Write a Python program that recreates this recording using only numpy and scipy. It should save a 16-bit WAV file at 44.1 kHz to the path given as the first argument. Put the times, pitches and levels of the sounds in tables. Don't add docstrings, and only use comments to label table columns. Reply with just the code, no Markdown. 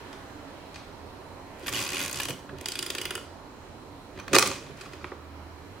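import sys
import numpy as np
from scipy import signal
from scipy.io import wavfile

SR = 44100
rng = np.random.default_rng(int(sys.argv[2]) if len(sys.argv) > 2 else 0)


def unload_audio(sound):
    columns = np.transpose(np.atleast_2d(sound))
    steps = np.round(np.clip(columns, -1, 1) * 32767)
    wavfile.write(sys.argv[1], SR, steps.astype(np.int16))


N = 255780


def amp(db):
    return 10 ** (np.asarray(db) / 20)


def rms_one(x):
    return x / np.sqrt(np.mean(x ** 2, axis=-1, keepdims=True) + 1e-20)


def in_time(rows, outside=None):
    s, *columns = np.transpose(rows)
    t = np.arange(N) / SR
    return [np.interp(t, s, column, outside, outside) for column in columns]


def at_hz(points, hz):
    table_hz, values = np.array(points).T
    return np.interp(np.log(hz), np.log(table_hz), values)


def held(rows, rise_db, fall_db):
    t = np.arange(0, N, 64) / SR
    start, end, *levels_db = np.transpose(rows)[:, :, None]
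    loss_db = rise_db * np.maximum(start - t, 0) + fall_db * np.maximum(t - end, 0)
    return [np.interp(np.arange(N) / SR, t, np.max(db - loss_db, axis=0)) for db in levels_db]


def drift(rate):
    r = np.exp(-80 * np.pi * rate / SR)
    white = rng.standard_normal(N // 40 + 2002)
    slow = signal.lfilter([1], [1, -2 * r, r * r], white)[2000:]
    return np.interp(np.arange(N) / 40, np.arange(len(slow)), rms_one(slow))


def resonance(x, hz, width):
    r = np.exp(-np.pi * width / SR)
    poles = [1, -2 * r * np.cos(2 * np.pi * hz / SR), r * r]
    return signal.lfilter([(1 - r * r) / 2, 0, (r * r - 1) / 2], poles, x)


def stereo(mid_side, hz, likeness, balance):
    alike = np.clip(at_hz(likeness, hz), -1, 1)
    lean_db = at_hz(balance, hz) / 2
    mid = np.sqrt(1 + alike) * mid_side[0]
    side = np.sqrt(1 - alike) * mid_side[1]
    return np.array([(mid + side) * amp(lean_db), (mid - side) * amp(-lean_db)])


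BAND_EDGES = 22 * 2 ** np.arange(0, 9.7, .4)
# (frequency [Hz], balance [dB])
AIR_LEAN = [(60, -5), (240, -4), (950, -5.0), (3770, -0.5), (15000, 1)]


def banded_noise(band_db, likeness, length=N):
    out = 0
    white = rng.standard_normal((2, 2, length))
    for k, (low, high) in enumerate(zip(BAND_EDGES, BAND_EDGES[1:])):
        band = signal.butter(2, [low, high], "band", fs=SR, output="sos")
        pair = signal.sosfilt(band, white[k % 2])
        hz = np.sqrt(low * high)
        out = out + amp(band_db(hz)) * stereo(pair, hz, likeness, AIR_LEAN)
    return out


# (frequency [Hz], relative level per Hz [dB])
AIR_SPECTRUM = [(12, -40), (20, -7.5), (77, -5.5), (108, -8.5), (224, -7), (281, -5.5), (314, -4),
                (382, -10), (492, -5.5), (599, -9), (913, -9), (1470, -14), (4160, -25), (15200, -38.5),
                (16500, -57)]
# (frequency [Hz], width [Hz], relative level [dB])
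AIR_PEAKS = [(87.5, 22, 0.5), (283.1, 16, 1.5), (362, 41, -7.5), (904, 54, -10.5), (1910, 46, -25),
             (4010, 135, -19.5)]
# (time [s], level [dB], extra treble above 1200 Hz [dB])
AIR_IN_TIME = [(0, -44, 2.5), (.6, -44, -0.5), (1.5, -44, -2), (2.5, -45.5, -1.4), (4.1, -45.5, -1.2),
               (4.8, -46, 1.5), (5.2, -48, 1.5), (5.8, -44, -1.5)]
# (frequency [Hz], correlation [-1 to 1])
AIR_ALIKE = [(60, 0.96), (180, 0.84), (550, 0.73), (1650, 0.26), (4970, -0.25), (15000, -0.32)]


def room_tone():
    level_db, treble_db = in_time(AIR_IN_TIME)

    def band_db(hz):
        return at_hz(AIR_SPECTRUM, hz) + treble_db * (hz > 1200) + 1.53 * drift(2.1)

    air = banded_noise(band_db, AIR_ALIKE)
    white = rng.standard_normal((2, N))
    for hz, width, db in AIR_PEAKS:
        air += amp(db) * stereo(resonance(white, hz, width), hz, AIR_ALIKE, AIR_LEAN)
    return amp(level_db) * air / np.sqrt(np.mean(air ** 2))


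# (time [s], level before the left-right lean [dB])
HUM_IN_TIME = [(4.82, -80), (4.87, -57), (5.41, -46), (5.63, -53), (5.68, -80)]
HUM_HZ = 78.9


def hum():
    level_db, = in_time(HUM_IN_TIME)
    tone = np.sqrt(2) * np.sin(2 * np.pi * HUM_HZ * np.arange(N) / SR)
    return amp(level_db) * tone * amp([[-2.3], [1.8]])


# (frequency [Hz], time [s])
ECHO_T60 = [(100, 0.92), (300, 0.49), (1000, 0.35), (3000, 0.4), (7000, 0.5), (11000, 0.31), (16000, 0.38)]
# (frequency [Hz], correlation [-1 to 1])
BLOW_ALIKE = [(60, 0.74), (180, 1), (550, 0.95), (1650, 0.82), (4970, 0.47), (15000, 0.055)]


def room(x):
    t = np.arange(SR) / SR
    echoes = banded_noise(lambda hz: -60 * t / at_hz(ECHO_T60, hz), BLOW_ALIKE, length=SR)
    echoes *= np.clip(t / 0.0009, 0, 1)
    echoes /= np.sqrt(np.sum(echoes ** 2) / 2)
    return signal.fftconvolve(x.mean(axis=0, keepdims=True), echoes, axes=1)[:, :N]


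# (frequency [Hz], least width [Hz],
# relative level struck by winding pawl [dB], by returning lever [dB], by shutter [dB])
BODY_MODES = [(137, 15, -4, -22, -8), (282, 22, -6.5, 3, -1.5), (360.8, 36, 1.5, 17, 14),
              (503, 91, -11.5, 0, 3.5), (583, 20, -9, -28, -1.5), (1080, 107, -0.5, -2, -5.5),
              (1156, 45, 0.5, -9, 1.5), (1387, 107, -6, 4.5, -6.5), (1700, 60, -1, 2, -29),
              (1790, 130, -6.5, 0.5, -24), (2504, 150, -0.5, -5, 7.5), (2905, 37, 7.5, 13.5, -26),
              (3300, 40, -6.5, 4, -36), (4125, 160, -7.5, -9, -3.5), (4370, 59, -2.5, -6, -1),
              (4855, 110, -10, 7, -14), (6140, 40, -0.5, -15, 0), (6210, 350, -3.5, -22, -2.5),
              (6990, 83, -15, -20, -19), (8900, 230, -23, -3, -32), (9580, 1200, -15, -8.5, -23),
              (12350, 630, -6, -24, -31), (13960, 630, -26, -14, -27)]
PAWL, LEVER, CURTAIN = 0, 1, 2
# (frequency [Hz], relative level [dB])
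BROAD_CRACK = [(250, -10), (800, -11), (1600, -11), (2800, 2.5), (5000, -9), (8000, -3.5), (11500, -14),
               (15500, -17)]
# (low [Hz], high [Hz])
REGISTERS = [3600, 7000], [100, 700], [700, 2200], [2200, 3600], [7000, 16000]
# (frequency [Hz], balance [dB])
BLOW_LEAN = [(60, -8), (240, -3.5), (950, -2.5), (3770, 0), (15000, -1)]


def body(force, levels_db, striker, spread_db):
    parts = [(hz, max(width, hz / 25), db[striker]) for hz, width, *db in BODY_MODES]
    parts += [(hz, .5 * hz, db) for hz, db in BROAD_CRACK]
    luck_db = spread_db * rng.standard_normal((force.shape[1], len(parts), 1))
    out = 0
    for (low, high), level_db in zip(REGISTERS, levels_db):
        register = 0
        for k, (hz, width, db) in enumerate(parts):
            if low <= hz < high:
                strength = (-1) ** k * amp(db + luck_db[:, k]) * np.sqrt(width)
                ringing = rms_one(resonance(force, hz, width))
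                register = register + strength * stereo(ringing, hz, BLOW_ALIKE, BLOW_LEAN)
        register = signal.lfilter(*signal.butter(2, min(1.7 * high, 20000), fs=SR), register)
        loudness = np.sqrt(np.mean(register ** 2, axis=(0, 2), keepdims=True))
        out = out + amp(level_db) * register / loudness
    return out


def blows(s, levels_db, chatter_ms, striker, spread_db):
    length = 2000
    chatter_ms = np.maximum(chatter_ms * np.ones(len(s)), .2)[:, None]
    age = 1000 * np.arange(length) / SR / chatter_ms
    force = rng.standard_normal((2, len(s), length)) * age ** 1.12 * np.exp(-age)
    sounds = body(force, levels_db.T[:, :, None], striker, spread_db)
    sounds = amp(-18.5) * np.sqrt(chatter_ms) * sounds
    out = np.zeros((2, N))
    for k, at in enumerate(np.round(s * SR).astype(int)):
        out[:, at:at + length] += sounds[:, k]
    return out


def clacks(table, colour_db, striker, spread_db):
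    s, db, tilt, thud_db, chatter_ms = np.transpose(table)
    centres = np.sqrt(np.prod(REGISTERS, axis=1))
    octaves = np.log2(centres / centres[3])
    levels_db = db[:, None] + tilt[:, None] * octaves + colour_db
    levels_db[:, 1] = thud_db
    return blows(s, levels_db, chatter_ms, striker, spread_db)


# (time [s], level [dB], brightness [dB per octave], thud [dB], chatter [ms])
FAR_CLINKS = [(0.1282, -45.5, -1.2, -60, 0.94), (0.7422, -48, -0.07, -64, 1.9),
              (0.7573, -43, -2.8, -64, 1.5)]
# (click, unused, knock, ring, edge [dB])
FAR_TINT = [2.3, 0, -1, 1, -11]


def far_clinks():
    return clacks(FAR_CLINKS, FAR_TINT, PAWL, spread_db=2.0)


# (start [s], end [s], relative rocking level [dB], relative top drumming level [dB])
TABLE_SHAKES = [(1.48, 1.52, -65, -47), (1.7, 1.84, -42, -41.5), (1.9, 2.05, -48, -41),
                (2.15, 2.17, -42, -41.5), (2.3, 2.31, -45, -36), (2.52, 2.54, -38.5, -39),
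                (2.8, 3.18, -55, -45.5), (4.18, 4.19, -47.5, -41.5), (4.35, 4.37, -32, -24),
                (4.42, 4.52, -45, -34.5), (4.69, 4.72, -43.5, -42.5), (4.86, 4.93, -54.5, -49),
                (5.04, 5.05, -58, -44), (5.15, 5.2, -53, -52)]
# (frequency [Hz], width [Hz], relative level [dB])
TABLE_MODES = [(80.3, 21, -4.5), (113.6, 11, -3), (139.2, 7.1, 0.5), (197.4, 27, -6), (282.2, 20, -5),
               (330, 29, -7.5), (380.6, 33, -2.5), (543, 110, -6.5)]


def table_shaking():
    rock_db, drum_db = held(TABLE_SHAKES, rise_db=289, fall_db=245)
    shaking = rng.standard_normal((2, N))
    out = np.zeros((2, N))
    for hz, width, db in TABLE_MODES:
        mode = rms_one(resonance(resonance(shaking, hz, width), hz, 3 * width))
        level_db = (rock_db if hz < 170 else drum_db) + db - 8.5
        out += amp(level_db) * stereo(mode, hz, BLOW_ALIKE, AIR_LEAN)
    return out


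# (start [s], end [s], relative grind level [dB], relative bright scrape level [dB])
RUBBING = [(1.634, 1.71, -50.5, -50.5), (2.57, 2.66, -53, -62), (2.68, 2.8, -47, -48),
           (2.81, 3.04, -47.5, -46.5), (3.05, 3.178, -48.5, -52), (4.18, 4.2, -52, -66),
           (4.332, 4.42, -44, -47.5), (4.5, 4.53, -40, -42), (4.6, 4.7, -54, -59), (4.8, 4.87, -53, -54),
           (4.93, 4.94, -51.5, -55), (5.04, 5.06, -55, -57)]
# (click, thud, knock, ring, edge [dB])
GRIT_TINT = [-7.5, -16, -6, -3, -8]
# (time [s], tooth level [dB], extra ring of the tooth [dB], relative grind level [dB])
STROKE = [(1.72, -28.5, -0.5, -41), (1.76, -30, 5, -35), (1.82, -31, -1, -35.5), (1.9, -30.5, 4, -42),
          (2.0, -29, 5, -35), (2.05, -29, -1.5, -38), (2.1, -28.5, -6, -52), (2.16, -31, -1.5, -40),
          (2.25, -27, 1, -41.5), (2.3, -40, 0.1, -56)]
WIND_SCRAPE_DB = 1.1


def gear_grit():
    winding_db = in_time(STROKE, -120)[2]
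    rubbing_db = held(RUBBING, rise_db=256, fall_db=205)
    grind_db, scrape_db = np.maximum(rubbing_db, [winding_db, winding_db + WIND_SCRAPE_DB])
    shape = 2, 1, N
    struck = rng.random(shape) < 7000 / SR
    size = amp(5.5 * np.minimum(rng.exponential(1, shape), 5))
    grit = struck * size * rng.choice([-1, 1], shape)
    grit = signal.lfilter([1], [1, -.45], grit + 1e-18)
    levels_db = np.array([scrape_db, grind_db, grind_db, grind_db, scrape_db])
    return body(grit, levels_db + np.reshape(GRIT_TINT, (-1, 1)), PAWL, spread_db=0)[:, 0]


# (time [s], ratchet teeth passed [count])
LEVER_TRAVEL = [(1.7255, 0), (1.7895, 7), (1.8242, 10), (1.902, 16), (1.9185, 17), (1.956, 20),
                (2.0596, 29), (2.0784, 30), (2.1284, 33), (2.1995, 38), (2.232, 40)]
# (click, thud, knock, ring, edge [dB])
TOOTH_TINT = [-1, -9, -6.5, -0.5, 0.5]
TEETH, TOOTH_SCATTER_DB, TOOTH_JITTER_S, TOOTH_CHATTER_MS = 41, 2.0, .0004, 1.35


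def ratchet():
    turn_s, teeth = np.transpose(LEVER_TRAVEL)
    s, db, ring_db, _ = np.transpose(STROKE)
    luck = rng.standard_normal((TEETH, 6))
    at = np.interp(np.arange(TEETH), teeth, turn_s)
    levels_db = np.interp(at, s, db)[:, None] + TOOTH_TINT + TOOTH_SCATTER_DB * luck[:, 1:]
    levels_db[:, 3] += np.interp(at, s, ring_db)
    at = at + TOOTH_JITTER_S * luck[:, 0]
    return blows(at, levels_db, TOOTH_CHATTER_MS, PAWL, spread_db=5.5)


# (time [s], level [dB], brightness [dB per octave], thud [dB], chatter [ms])
LEVER_BLOWS = [(1.594, -56, 4.5, -46, 1.4), (1.6299, -53, 0.5, -29, 1.8), (1.6607, -36.5, -2, -45, 2.2),
               (1.6663, -35.5, 2.5, -35, 2.8), (1.6798, -25.5, -2, -47, 2.1), (1.6886, -35, 3.5, -48, 2.3),
               (2.1981, -26.5, -3.5, -33, 1.6), (2.2026, -31.5, 3, -45, 1.5),
               (2.2528, -28.5, 0.5, -38, 1.4), (2.2829, -30.5, 0, -49, 2.5),
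               (2.2922, -38.5, 3.5, -26.5, 3.4), (2.304, -29.5, 0, -39, 1.6), (2.3277, -47, 3.5, -34, 0.84),
               (2.491, -49, -13, -46, 2.5), (2.585, -41, -0.5, -62, 0.81), (2.61, -39.5, 2.5, -30, 1.2)]
# (click, unused, knock, ring, edge [dB])
LEVER_TINT = [-3.1, 0, -0.81, 3.1, 0.1]


def lever_clacks():
    return clacks(LEVER_BLOWS, LEVER_TINT, PAWL, spread_db=4.0)


# (time [s], level [dB], extra knock [dB])
RETURN_CLICKS = [(2.657, -25.5, 6.5), (2.6842, -25, -4), (2.7187, -27, -7), (2.754, -26.5, -3),
                 (2.789, -22, -2), (2.8254, -24.5, 3), (2.8622, -26.5, -3), (2.9016, -22.5, -3),
                 (2.9492, -24.5, 1.5), (2.9819, -23.5, -2), (3.0137, -24, 0.5), (3.053, -22, 0.5),
                 (3.1061, -23, 2.5), (3.1515, -22.5, -2.5), (3.176, -38.5, 11)]
# (click, thud, knock, ring, edge [dB])
RETURN_TINT = [0.1, -10.5, -10.5, -0.7, -0.5]
# (click, thud, knock, ring, edge [dB per s])
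RETURN_DRIFT = [-21, 13, 13.5, 0, -7]
RETURN_SCATTER_DB, RETURN_CHATTER_MS = 1, 1.52


def lever_return():
    s, db, knock_db = np.transpose(RETURN_CLICKS)
    levels_db = db[:, None] + RETURN_TINT + np.outer(s - s[0], RETURN_DRIFT)
    levels_db += RETURN_SCATTER_DB * rng.standard_normal((len(s), 5))
    levels_db[:, 2] += knock_db
    return blows(s, levels_db, RETURN_CHATTER_MS, LEVER, spread_db=4.0)


# (time [s], level [dB], brightness [dB per octave], thud [dB], chatter [ms])
SETTLING = [(4.7708, -53, 2, -48, 2.3), (4.8086, -38.5, -1.2, -40, 3.3), (4.8566, -44.5, -8, -43, 2.3),
            (4.9326, -41, -3.5, -32.5, 1.9), (5.0133, -45, -7, -41, 0.79),
            (5.0429, -34.5, -11, -25.5, 1.02), (5.1174, -49, -17.5, -27.5, 1.56)]
# (click, unused, knock, ring, edge [dB])
SETTLING_TINT = [0.1, 0, -1.4, -1.5, -4]


def settling_ticks():
    return clacks(SETTLING, SETTLING_TINT, CURTAIN, spread_db=2.5)


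# (time [s], level [dB], brightness [dB per octave], thud [dB], chatter [ms])
SHUTTER_BLOWS = [(4.1748, -45, -5, -36, 1.6), (4.186, -44, -5, -68, 3.8), (4.1967, -36, -2.5, -45, 1.9),
                 (4.2792, -31, -4, -45, 1.2), (4.3303, -18, -1.5, -13, 2.8), (4.343, -15, -3, -20, 4.6),
                 (4.3505, -14, 0.1, -14, 2.1), (4.3622, -9.5, -1.5, -5.5, 1.3),
                 (4.3848, -5, 2.5, -28, 0.63), (4.3938, -16, 5, -31, 0.39), (4.4078, -37, -8, -38, 0.74),
                 (4.4247, -12.5, -0.8, -44, 1.1), (4.4444, -36, 3, -40, 1.3), (4.456, -26.5, 0, -41, 4.5),
                 (4.4724, -27, 4, -45, 1.6), (4.5136, -28.5, -2.5, -47, 1.3)]
# (click, unused, knock, ring, edge [dB])
SHUTTER_TINT = [-0.7, 0, 0, -1.8, -4]


def shutter():
    return clacks(SHUTTER_BLOWS, SHUTTER_TINT, CURTAIN, spread_db=4.0)


ROOM_DB, FAR_DRY_DB, FAR_WET_DB = -6.5, 4, 10.5


def scene():
    background = room_tone() + hum()
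    far = far_clinks()
    lever = ratchet() + lever_clacks() + lever_return()
    camera = table_shaking() + gear_grit() + lever + settling_ticks() + shutter()
    echoes = room(camera + amp(FAR_WET_DB) * far)
    return background + amp(FAR_DRY_DB) * far + camera + amp(ROOM_DB) * echoes


CUTOFF_HZ = 16150


def record(dry):
    low_pass = signal.cheby2(22, 60, CUTOFF_HZ, fs=SR, output="sos")
    return signal.sosfilt(low_pass, np.clip(dry, -.93, .93))


dry = scene()
out = record(dry)
unload_audio(out)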